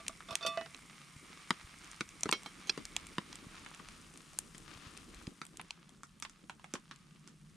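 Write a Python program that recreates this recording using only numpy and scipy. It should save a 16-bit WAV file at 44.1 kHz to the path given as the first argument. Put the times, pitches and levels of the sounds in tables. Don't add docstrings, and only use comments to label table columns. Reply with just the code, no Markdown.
import sys
import numpy as np
from scipy import signal
from scipy.fft import rfft, irfft, next_fast_len
from scipy.io import wavfile

SR = 44100
rng = np.random.default_rng(int(sys.argv[2]) if len(sys.argv) > 2 else 0)


def output_pcm(signal):
    pcm = np.clip(np.atleast_2d(signal).T, -1, 1) * 32767
    wavfile.write(sys.argv[1], SR, np.round(pcm).astype(np.int16))


N = 333376

# (time [s], mid-band level [dB], treble level [dB], treble pitch [Hz], left over right [dB])
SNAPS = [(0.066, -33, -48, 5800, 0.1), (0.0822, -27.5, -15.5, 8040, 0), (.3547, -16, -12, 6800, -1),
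         (0.7466, -32.5, -59, 6000, -8), (1.845, -50, -38, 7500, 3), (1.9152, -48, -29.5, 7600, -0.5),
         (2.0908, -42, -35, 7000, -2), (2.2089, -46, -32.5, 7950, -4), (2.234, -19.5, -12.5, 6950, -1),
         (2.3138, -29, -16, 7500, -1), (2.4336, -39, -33, 9000, -1), (2.8537, -36, -25, 6600, 0.5),
         (2.9655, -18, -13.5, 6740, -2.5), (3.0691, -40, -29.5, 9300, -2), (3.329, -31, -34, 6000, -1),
         (3.3563, -37, -28.5, 7200, -4), (3.7476, -41.5, -35, 7100, -6), (3.8871, -45, -36, 6800, -2),
         (4.175, -46, -34.5, 8150, 4), (4.3885, -28.5, -8, 9700, 0.5), (4.5812, -42, -30, 8750, -2),
         (4.9697, -39, -46, 6000, 5), (4.975, -40, -31, 7000, 3), (5.146, -42, -35.5, 8500, 2),
         (5.27, -33.5, -52, 6100, -2), (5.4524, -42, -30.5, 9400, 0), (5.4667, -43, -34, 8300, -3),
         (5.572, -45, -28.5, 9150, -3.5), (5.614, -35, -31.5, 9200, 0), (5.7074, -25.5, -32.5, 5570, -1.5),
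         (5.893, -45.5, -40, 7800, 2), (6.2006, -51, -35, 10800, 12), (6.506, -42, -55, 6000, 0.1),
         (6.961, -45, -43, 6900, 4)]
# (time [s], peak [dB], pitch [Hz])
PUFFS = [(.32, -38, 90.5), (1.166, -39, 81), (1.649, -41.5, 45), (3.47, -35.5, 93.5), (4.762, -42, 70.4),
         (4.871, -38.5, 65), (5.278, -29, 92)]
SMALL_SNAP_DB = -61.5
# (time [s], slap level [dB], slap pitch [Hz], thump over slap [dB], overtones over slap [dB],
# splash over slap [dB], length [1 = usual], left over right [dB])
DROPS = [(0.2054, -35, 1280, -29, -17, -40, 1.5, -1), (1.506, -17, 1136, -10.5, 0, -4, 0.94, 2),
         (2.008, -24, 1380, -7.5, 2, -3, 1.2, 1.5), (2.257, -27.5, 1300, -2.5, -10, -32, 1.4, -0.5),
         (2.2909, -21.5, 1050, -11.5, -2.5, -7, 0.7, 2), (2.7763, -34, 1100, 2, -0.5, 0.5, 1.1, 3),
         (3.1825, -21, 1087, -6, -2, -24, .8, 1), (3.662, -41, 874, -8, 7, -2, 1.2, -1),
         (3.7978, -38, 1150, -8, -16, -44, 1, 3), (4.3332, -50.5, 700, -17, 1, 11, 1, -3),
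         (4.5475, -39.5, 1880, -11, -3, -6, 1, 3), (5.2756, -55.5, 624, 16, 0, 10, 0.86, -1),
         (5.416, -28, 1373, -14.5, -6.5, -23, 0.73, -1), (5.5961, -35.5, 900, -13.5, 4, -25, 1.7, -0.5),
         (6.0335, -36.5, 1310, -25, -10, 3, 1.1, -0.5), (6.2243, -32.5, 1325, -15.5, 1.5, 9, 0.88, -1.5),
         (6.25, -36, 1085, -39, 5, -6, 1.5, -1), (6.2964, -49.5, 1360, -33, 0.5, 12.5, 1.3, 0),
         (6.4964, -33.5, 920, -15, 2, -2.5, 1, -1.5), (6.596, -47, 1020, -23, -3, -8, 1, -1),
         (6.6428, -40, 800, -21, 3.5, -1, 1.1, -1.5), (6.738, -32, 1344, -1, 1.5, 11.5, 1.4, -0.5),
         (6.7534, -32.5, 1030, -38, 0.5, -10, 1.8, 0), (6.9115, -38, 1270, -13.5, 4, -9, 2.6, -2),
         (7.2758, -48.5, 1300, -9, -0.5, 12.5, 0.91, -1)]
DROP_T60_S = [0.049, 0.035, 0.023, 0.0084]
THUMP_HZ, SPLASH_HZ, DROP_SPREADS_S = 256, 6800, .0012
OVERTONE_STEP = .83
OVERTONE_WIDTH_HZ, OVERTONE_FALL_DB = 520, 2.5

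# (lower edge [Hz], upper edge [Hz])
BANDS_HZ = [(90, 420), (700, 1800), (1800, 4700), (5400, 14500)]
BAND_FILTERS = [signal.butter(2, edges, "band", fs=SR, output="sos") for edges in BANDS_HZ]
WIDTH = [0.011, 0.092, 0.5, 0.014]
TAIL_T60_S = [0.18, 0.16, 0.14, 0.094]

# (time [s], level [dB], brightness [dB per octave], rattle decay [s], damping [1 = free], scrape [dB])
LID_HITS = [(.001, -55, -5, 0.0039, 3.5, -50), (.095, -55, -8.5, 0.0049, 5, -46),
            (.287, -50.5, -4.5, 0.008, 0.49, -40.5), (.308, -47.5, 7.5, 0.01, 5.2, -34),
            (.327, -48, -1, 0.0096, 1.9, -32.5), (.41, -50, -5, 0.0146, 1.2, -51),
            (.4275, -39.5, 2.5, 0.016, 1.2, -44), (.45, -40.5, -4.5, 0.0066, 0.84, -45),
            (.4638, -36.5, 8.5, 0.01, 1.44, -21.5), (.574, -40.5, -6.5, 0.00063, 2.8, -32.5),
            (.612, -53, -5.5, 0.00039, 1.6, -33.5), (.66, -77, -5, 0.0019, 0.7, -39)]
# (pitch [Hz], level [dB], t60 at damping 1 [s])
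LID = [(665, -5, .35), (1168, -1, .6), (1340, -17, .5), (1397, -5, .1), (1809, -24, .5), (1978, -20, .7),
       (2584, -7, .4), (2950, -23, .6), (3553, -3, .22), (3585, -5, .07), (4430, -16, .22), (4560, -9, .07),
       (5335, -18, .14), (5556, -20, .17), (6056, -17, .06)]
LID_HELD_S = [.345, .574, .662, .72]
LID_DOWN_S = .57
LID_DOWN_DB = [7.5, -8.5, -15, 1, 15, 14.5, 5, 19.5, -12, -13, 8, -7, 17, 7, 0.1]
# (time [s], level [dB], brightness [dB per octave], rattle decay [s], damping [1 = free], scrape [dB])
POT_HITS = [(2.3255, -31, 2, 0.0019, 1.26, -12), (2.4605, -44, 1, 0.0044, 1.45, -31),
            (2.672, -49.5, 8, 0.02, 3.1, -38)]
# (pitch [Hz], level [dB], t60 at damping 1 [s])
POT = [(310, -16, .1), (684, -19, .15), (1055, -17, .12), (1230, -3, .065), (1314, -12, .08),
       (2213, -2, .16), (3182, -3, .16), (4068, -6, .13), (4867, -19, .2), (5604, -15, .25),
       (6336, -13, .08)]
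POT_HELD_S = [2.45, 2.545, 2.696, 2.8]
JAW_S, JAW_DB, JAW_GAP_S = 2.6953, -29.5, 0.001212
# (pitch [Hz], level [dB], t60 [s])
JAW = [(390, -4.5, 0.036), (2670, -1, 0.037), (3440, 0.5, 0.014), (4290, 6, 0.017), (4850, -3.5, 0.032),
       (5460, 1, 0.041)]

# (time [s], level [dB])
SIZZLING = [(0, -60.5), (.5, -57.5), (.9, -61.5), (2.9, -58), (3.3, -60.5), (3.83, -58.5), (4.15, -65),
            (4.45, -63), (4.88, -56.5), (5.05, -62), (5.2, -58.5), (5.3, -67), (6.45, -71.5), (7.2, -68.5),
            (7.56, -71.5)]
# (time [s], left over right [dB])
SIZZLE_SIDE = [(0, -1.5), (3.3, -1), (4.1, 1.5), (4.7, 6.5), (5.4, 3.5), (5.7, 0)]
# (frequency [Hz], relative density [dB])
SIZZLE = [(400, -15), (600, -14), (911, -9), (1190, -0.5), (1500, -5.5), (2220, -6.5), (2840, -6.5),
          (3820, -9.5), (5000, -12.5), (7000, -17.5)]
SPITS_PER_S, SPIT_UNDER_SIZZLE_DB = 170, -9.5
SPIT_CYCLES = 7.1
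# (centre [Hz], width [Hz], level [dB])
SIMMER = [(2204, 340, 2.5), (3550, 400, -9.5), (5550, 300, -8.5), (7450, 260, -10.5), (8960, 570, -5)]
SIMMER_DB, LIFT_S, LIFT_TAKES_S, LIFT_LOSS_DB = -68.5, 3.13, 1.7, -27

# (time [s], level [dB])
VIGOUR = [(0, -65.5), (.5, -72.5), (.95, -72.5), (1.45, -70.5), (1.96, -71), (2.3, -66.5), (3.3, -65),
          (4.15, -67), (4.88, -65), (5.2, -65), (5.4, -71.5), (6.75, -74), (7.56, -75)]
# (frequency [Hz], relative density [dB])
FLAME = [(15, -15), (30, 5.5), (60, 2), (110, -1), (200, -21)]
# (frequency [Hz], relative density [dB])
ROAR = [(150, -8.5), (240, -1), (320, -1.5), (420, -8.5), (600, -17.5), (900, -28)]
ROAR_DB = -67.5
# (time [s], level [dB])
DRONING = [(0, -65.5), (.8, -64.5), (1.96, -69.5), (2.23, -63.5), (4.9, -64.5), (5.3, -67), (6.45, -65),
           (7.56, -61)]
# (frequency [Hz], relative density [dB])
DRONE = [(100, -60), (140, -1.5), (175, -2), (215, -6), (270, -24)]
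# (frequency [Hz], relative density [dB])
HISS = [(2500, -12), (4000, -8.5), (5200, -1.5), (6500, -1), (7800, 0.5), (8300, -3.5), (9500, 3.5),
        (10300, -12), (12000, -26)]
# (frequency [Hz], relative density [dB])
HISS_TOP = [(7000, -7.5), (10500, 2), (13000, 2), (14400, -11), (15300, -24)]
HISS_TOP_DB = -12
HISS_DB, HISS_SINKS_DB, SINK_S, SINK_TAKES_S = -65.5, -9, 5.17, 0.58

HITS_TOP_HZ, TOP_FROM_HZ, CUTOFF_HZ = 9260, 8000, 16450


def from_db(db):
    return 10 ** (np.asarray(db) / 20)


def rms_one(x):
    return x / np.sqrt(np.mean(x ** 2) + 1e-20)


def sides(pan_db):
    return from_db(np.array([pan_db / 2, -pan_db / 2]))


def add(out, x, time_s):
    i = int(round(time_s * SR))
    out[:, i:i + x.shape[1]] += x[:, :N - i]


def in_time(rows):
    return np.interp(np.arange(N) / SR, *np.transpose(rows))


def drift(knots_per_s):
    knots = rng.standard_normal(int(N / SR * 60) + 2)
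    return np.interp(np.arange(N) / SR * knots_per_s, np.arange(len(knots)), knots)


def bandpass(x, centre_hz, width_hz):
    edges = [centre_hz - width_hz / 2, centre_hz + width_hz / 2]
    return signal.sosfilt(signal.butter(2, edges, "band", fs=SR, output="sos"), x)


def ring_mode(x, hz, decay_db_per_s):
    r = from_db(-decay_db_per_s / SR)
    w = 2 * np.pi * hz / SR
    return signal.lfilter([0, np.sin(w)], [1, -2 * r * np.cos(w), r * r], x)


def bed_noise(spectrum, alike, grain_db):
    size = next_fast_len(N)
    hz, db = np.transpose(spectrum)
    bins_hz = np.arange(size // 2 + 1) * SR / size
    colour = from_db(np.interp(np.log(bins_hz + 1), np.log(hz), db, -90, -90))
    grains = from_db(grain_db * np.minimum(rng.exponential(1, size), 9))
    white = rng.standard_normal((2, size)) * grains
    mid, side = irfft(rfft(white) * colour, size)[:, :N]
    return rms_one(np.sqrt(1 + alike) * mid + np.sqrt(1 - alike) * side * [[1], [-1]])


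def burst(peaks_db, t60s, spike, tail_db, slap_hz=None, top_hz=None, rise_s=1e-5, length=1):
    t = np.arange(SR // 8) / SR
    mid, side = rng.standard_normal((2, len(t)))
    count = len(t60s)
    filters = list(BAND_FILTERS)
    if slap_hz:
        filters[0] = signal.butter(2, [THUMP_HZ / 1.71, THUMP_HZ * 1.545], "band", fs=SR, output="sos")
        filters[1] = signal.butter(1, [slap_hz / 1.16, slap_hz * 1.14], "band", fs=SR, output="sos")
    if top_hz:
        filters[3] = signal.butter(1, [top_hz / 1.39, top_hz * 1.214], "band", fs=SR, output="sos")
    out = 0
    rows = zip(peaks_db, t60s, filters[-count:], WIDTH[-count:], TAIL_T60_S[-count:])
    for peak_db, t60, sos, wide, tail_t60 in rows:
        shape = from_db(-60 * t / t60) * (1 - np.exp(-t / rise_s))
        tail = from_db(tail_db - 60 * t / tail_t60) * (1 - np.exp(-t / 0.0057))
        pair = mid * shape + side * (wide * shape + tail) * [[1], [-1]] + mid[::-1] * tail
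        pair[:, int(rise_s * SR / 2)] = spike * np.sqrt(t60 * SR / 14)
        if slap_hz and sos is filters[2]:
            band = overtones(pair, slap_hz, length)
        else:
            band = signal.sosfilt(sos, pair)
        out = out + from_db(peak_db) * band / np.abs(band).max()
    return out


def snap(mid_db, top_db, top_hz, pan_db):
    x = burst([mid_db - 14.5, mid_db, top_db], [.012, .008, .006], spike=1.0, tail_db=-28.5, top_hz=top_hz)
    for lag_s, echo_db in [(.0012, -11), (.003, -16)]:
        x = x + from_db(echo_db) * np.roll(x, round(lag_s * SR)) * [[1.2], [.8]]
    return x * sides(pan_db)[:, None]


def puff(peak_db, hz):
    cycles = np.arange(-SR // 16, SR // 16) / SR * hz
    return from_db(peak_db) * np.sin(2 * np.pi * cycles) * np.exp(-(cycles / 0.19) ** 2) * [[1], [1]]


def fire():
    out = np.zeros((2, N))
    for time_s, mid_db, top_db, top_hz, pan_db in SNAPS:
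        add(out, snap(mid_db, top_db, top_hz, pan_db), time_s - .0003)
    vigour_db = in_time(VIGOUR)
    swing_db = vigour_db - vigour_db.mean()
    for when, size, tone, pitch, pan in rng.random((190, 5)):
        level_db = SMALL_SNAP_DB + swing_db[int(when * N)] - 5 * np.log(size + 0.16)
        dull_db = 14 * (tone - .5)
        x = snap(level_db - 2.5 + dull_db, level_db - dull_db, 5500 + 4500 * pitch, 5 * (pan - .5))
        add(out, x, when * N / SR)
    for time_s, peak_db, hz in PUFFS:
        add(out, puff(peak_db, hz), time_s - 1 / 16)
    return out


def drops():
    out = np.zeros((2, N))
    for time_s, slap_db, slap_hz, thump_db, over_db, splash_db, length, pan_db in DROPS:
        tail_db = -25.0 - 0.98 * (slap_db + max(over_db, 0) + 20.5)
        peaks_db = slap_db + np.array([thump_db, 0, over_db, splash_db])
        x = burst(peaks_db, length * np.array(DROP_T60_S), spike=0.91, tail_db=min(tail_db, -14),
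                  slap_hz=slap_hz, top_hz=SPLASH_HZ, rise_s=DROP_SPREADS_S, length=length)
        add(out, x * sides(pan_db)[:, None], time_s - .0004)
    return out


def overtones(x, slap_hz, length):
    out = 0
    width_hz = min(OVERTONE_WIDTH_HZ * length, slap_hz)
    for k in range(1, 5):
        band = bandpass(x, slap_hz * (1 + OVERTONE_STEP * k), width_hz)
        out = out + (-1) ** k * from_db(-OVERTONE_FALL_DB * k) * band
    return out


def metal(hits, modes, held_s, pan_db, down_s=9, down_db=None):
    out = np.zeros((2, N))
    t = np.arange(SR // 4) / SR
    for time_s, level_db, bright_db, rattle_s, damping, scrape_db in hits:
        lasts_s = min(held for held in held_s if held > time_s + .01) - time_s
        rattle_s = max(rattle_s, .0003)
        contacts = rng.standard_normal(len(t)) * np.exp(-t / rattle_s) * (rng.random(len(t)) < .06)
        contacts[0] = 3.33
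        ring = 0
        for k, (hz, mode_db, t60) in enumerate(modes):
            if time_s > down_s:
                mode_db = mode_db + down_db[k]
            push = np.abs(contacts @ np.exp(-2j * np.pi * hz * t)) + 0.046
            gain = from_db(level_db + mode_db + bright_db * np.log2(hz / 2000)) / push
            ring = ring + gain * ring_mode(contacts, hz, 60 * damping / t60)
        ring = ring * np.exp(-np.maximum(t - lasts_s, 0) / 0.0035)
        add(out, ring * sides(pan_db)[:, None], time_s)
        peaks_db = scrape_db + np.array([-14, -5, 0, -4]) + bright_db * np.array([-.5, -.8, 0, 1])
        t60s = 6 * rattle_s + np.array([0.11, 0.047, 0.0022, 0.023])
        scrape = burst(peaks_db, t60s, spike=0.55, tail_db=-23.0, rise_s=.15 * rattle_s)
        add(out, scrape * sides(pan_db)[:, None], time_s)
    return out


def jaw():
    hits = [(JAW_S + k * JAW_GAP_S, JAW_DB - 0.91 * k, 0, 0, 1, JAW_DB - 3.0 - 4.6 * k) for k in range(5)]
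    return metal(hits, JAW, POT_HELD_S, pan_db=-3.5)


def clanks():
    lid = metal(LID_HITS, LID, LID_HELD_S, pan_db=-4.0, down_s=LID_DOWN_S, down_db=LID_DOWN_DB)
    pot = metal(POT_HITS, POT, POT_HELD_S, pan_db=-2.0)
    return signal.sosfilt(signal.butter(2, 180, "high", fs=SR, output="sos"), lid + pot + jaw())


def flame():
    vigour_db = in_time(VIGOUR)
    roar_db = ROAR_DB + vigour_db - vigour_db.mean()
    rumble = from_db(vigour_db + 3.3 * drift(7.7)) * bed_noise(FLAME, alike=.98, grain_db=-3)
    roar = from_db(roar_db + 3.7 * drift(25)) * bed_noise(ROAR, alike=0.7, grain_db=4.0)
    return rumble + roar


def sizzle():
    level_db = in_time(SIZZLING) + 2.23 * drift(14.0)
    return from_db(level_db) * bed_noise(SIZZLE, alike=0.67, grain_db=3.5) * sides(in_time(SIZZLE_SIDE))


def spits():
    sizes = from_db(5.2 * np.minimum(rng.exponential(1, N), 4)) * rng.choice([-1, 1], N)
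    born = rng.random(N) < SPITS_PER_S * from_db(4.0 * drift(9.0)) / SR
    dealt = rng.integers(0, 12, N)
    out = 0
    for k, hz in enumerate(np.geomspace(1050, 7500, 12)):
        ticks = sizes * born * (dealt == k) + 1e-18
        out = out + ring_mode(ticks, hz, 60 * hz / SPIT_CYCLES)
    level = from_db(in_time(SIZZLING) + SPIT_UNDER_SIZZLE_DB)
    return level * rms_one(out) * sides(in_time(SIZZLE_SIDE))


def simmer():
    white = bed_noise([(1000, 0), (12000, 0)], alike=1.0, grain_db=4.0)
    out = 0
    for hz, width_hz, db in SIMMER:
        out = out + from_db(db) * rms_one(bandpass(white, hz, width_hz))
    fade_db = in_time([(LIFT_S, 0), (LIFT_S + LIFT_TAKES_S, LIFT_LOSS_DB)])
    return from_db(SIMMER_DB + fade_db) * out


def drone():
    return from_db(in_time(DRONING)) * bed_noise(DRONE, alike=0.84, grain_db=1.5)


def hiss():
    level_db = HISS_DB + in_time([(SINK_S, 0), (SINK_S + SINK_TAKES_S, HISS_SINKS_DB)])
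    body = bed_noise(HISS, alike=1.0, grain_db=3.5)
    top = from_db(HISS_TOP_DB) * bed_noise(HISS_TOP, alike=0.2, grain_db=-4)
    return from_db(level_db) * (body + top)


def scene():
    hits = fire() + drops() + clanks()
    dulled = signal.sosfilt(signal.butter(5, HITS_TOP_HZ, fs=SR, output="sos"), hits)
    top = from_db(-22) * signal.sosfilt(signal.butter(4, TOP_FROM_HZ, "high", fs=SR, output="sos"), hits)
    top = np.array([2.1 * top[0], np.roll(top[1], 1)])
    return dulled + top + flame() + sizzle() + spits() + simmer() + drone() + hiss()


def record(dry):
    return signal.sosfilt(signal.cheby2(12, 70, CUTOFF_HZ, fs=SR, output="sos"), dry)


dry = scene()
out = record(dry)
output_pcm(out)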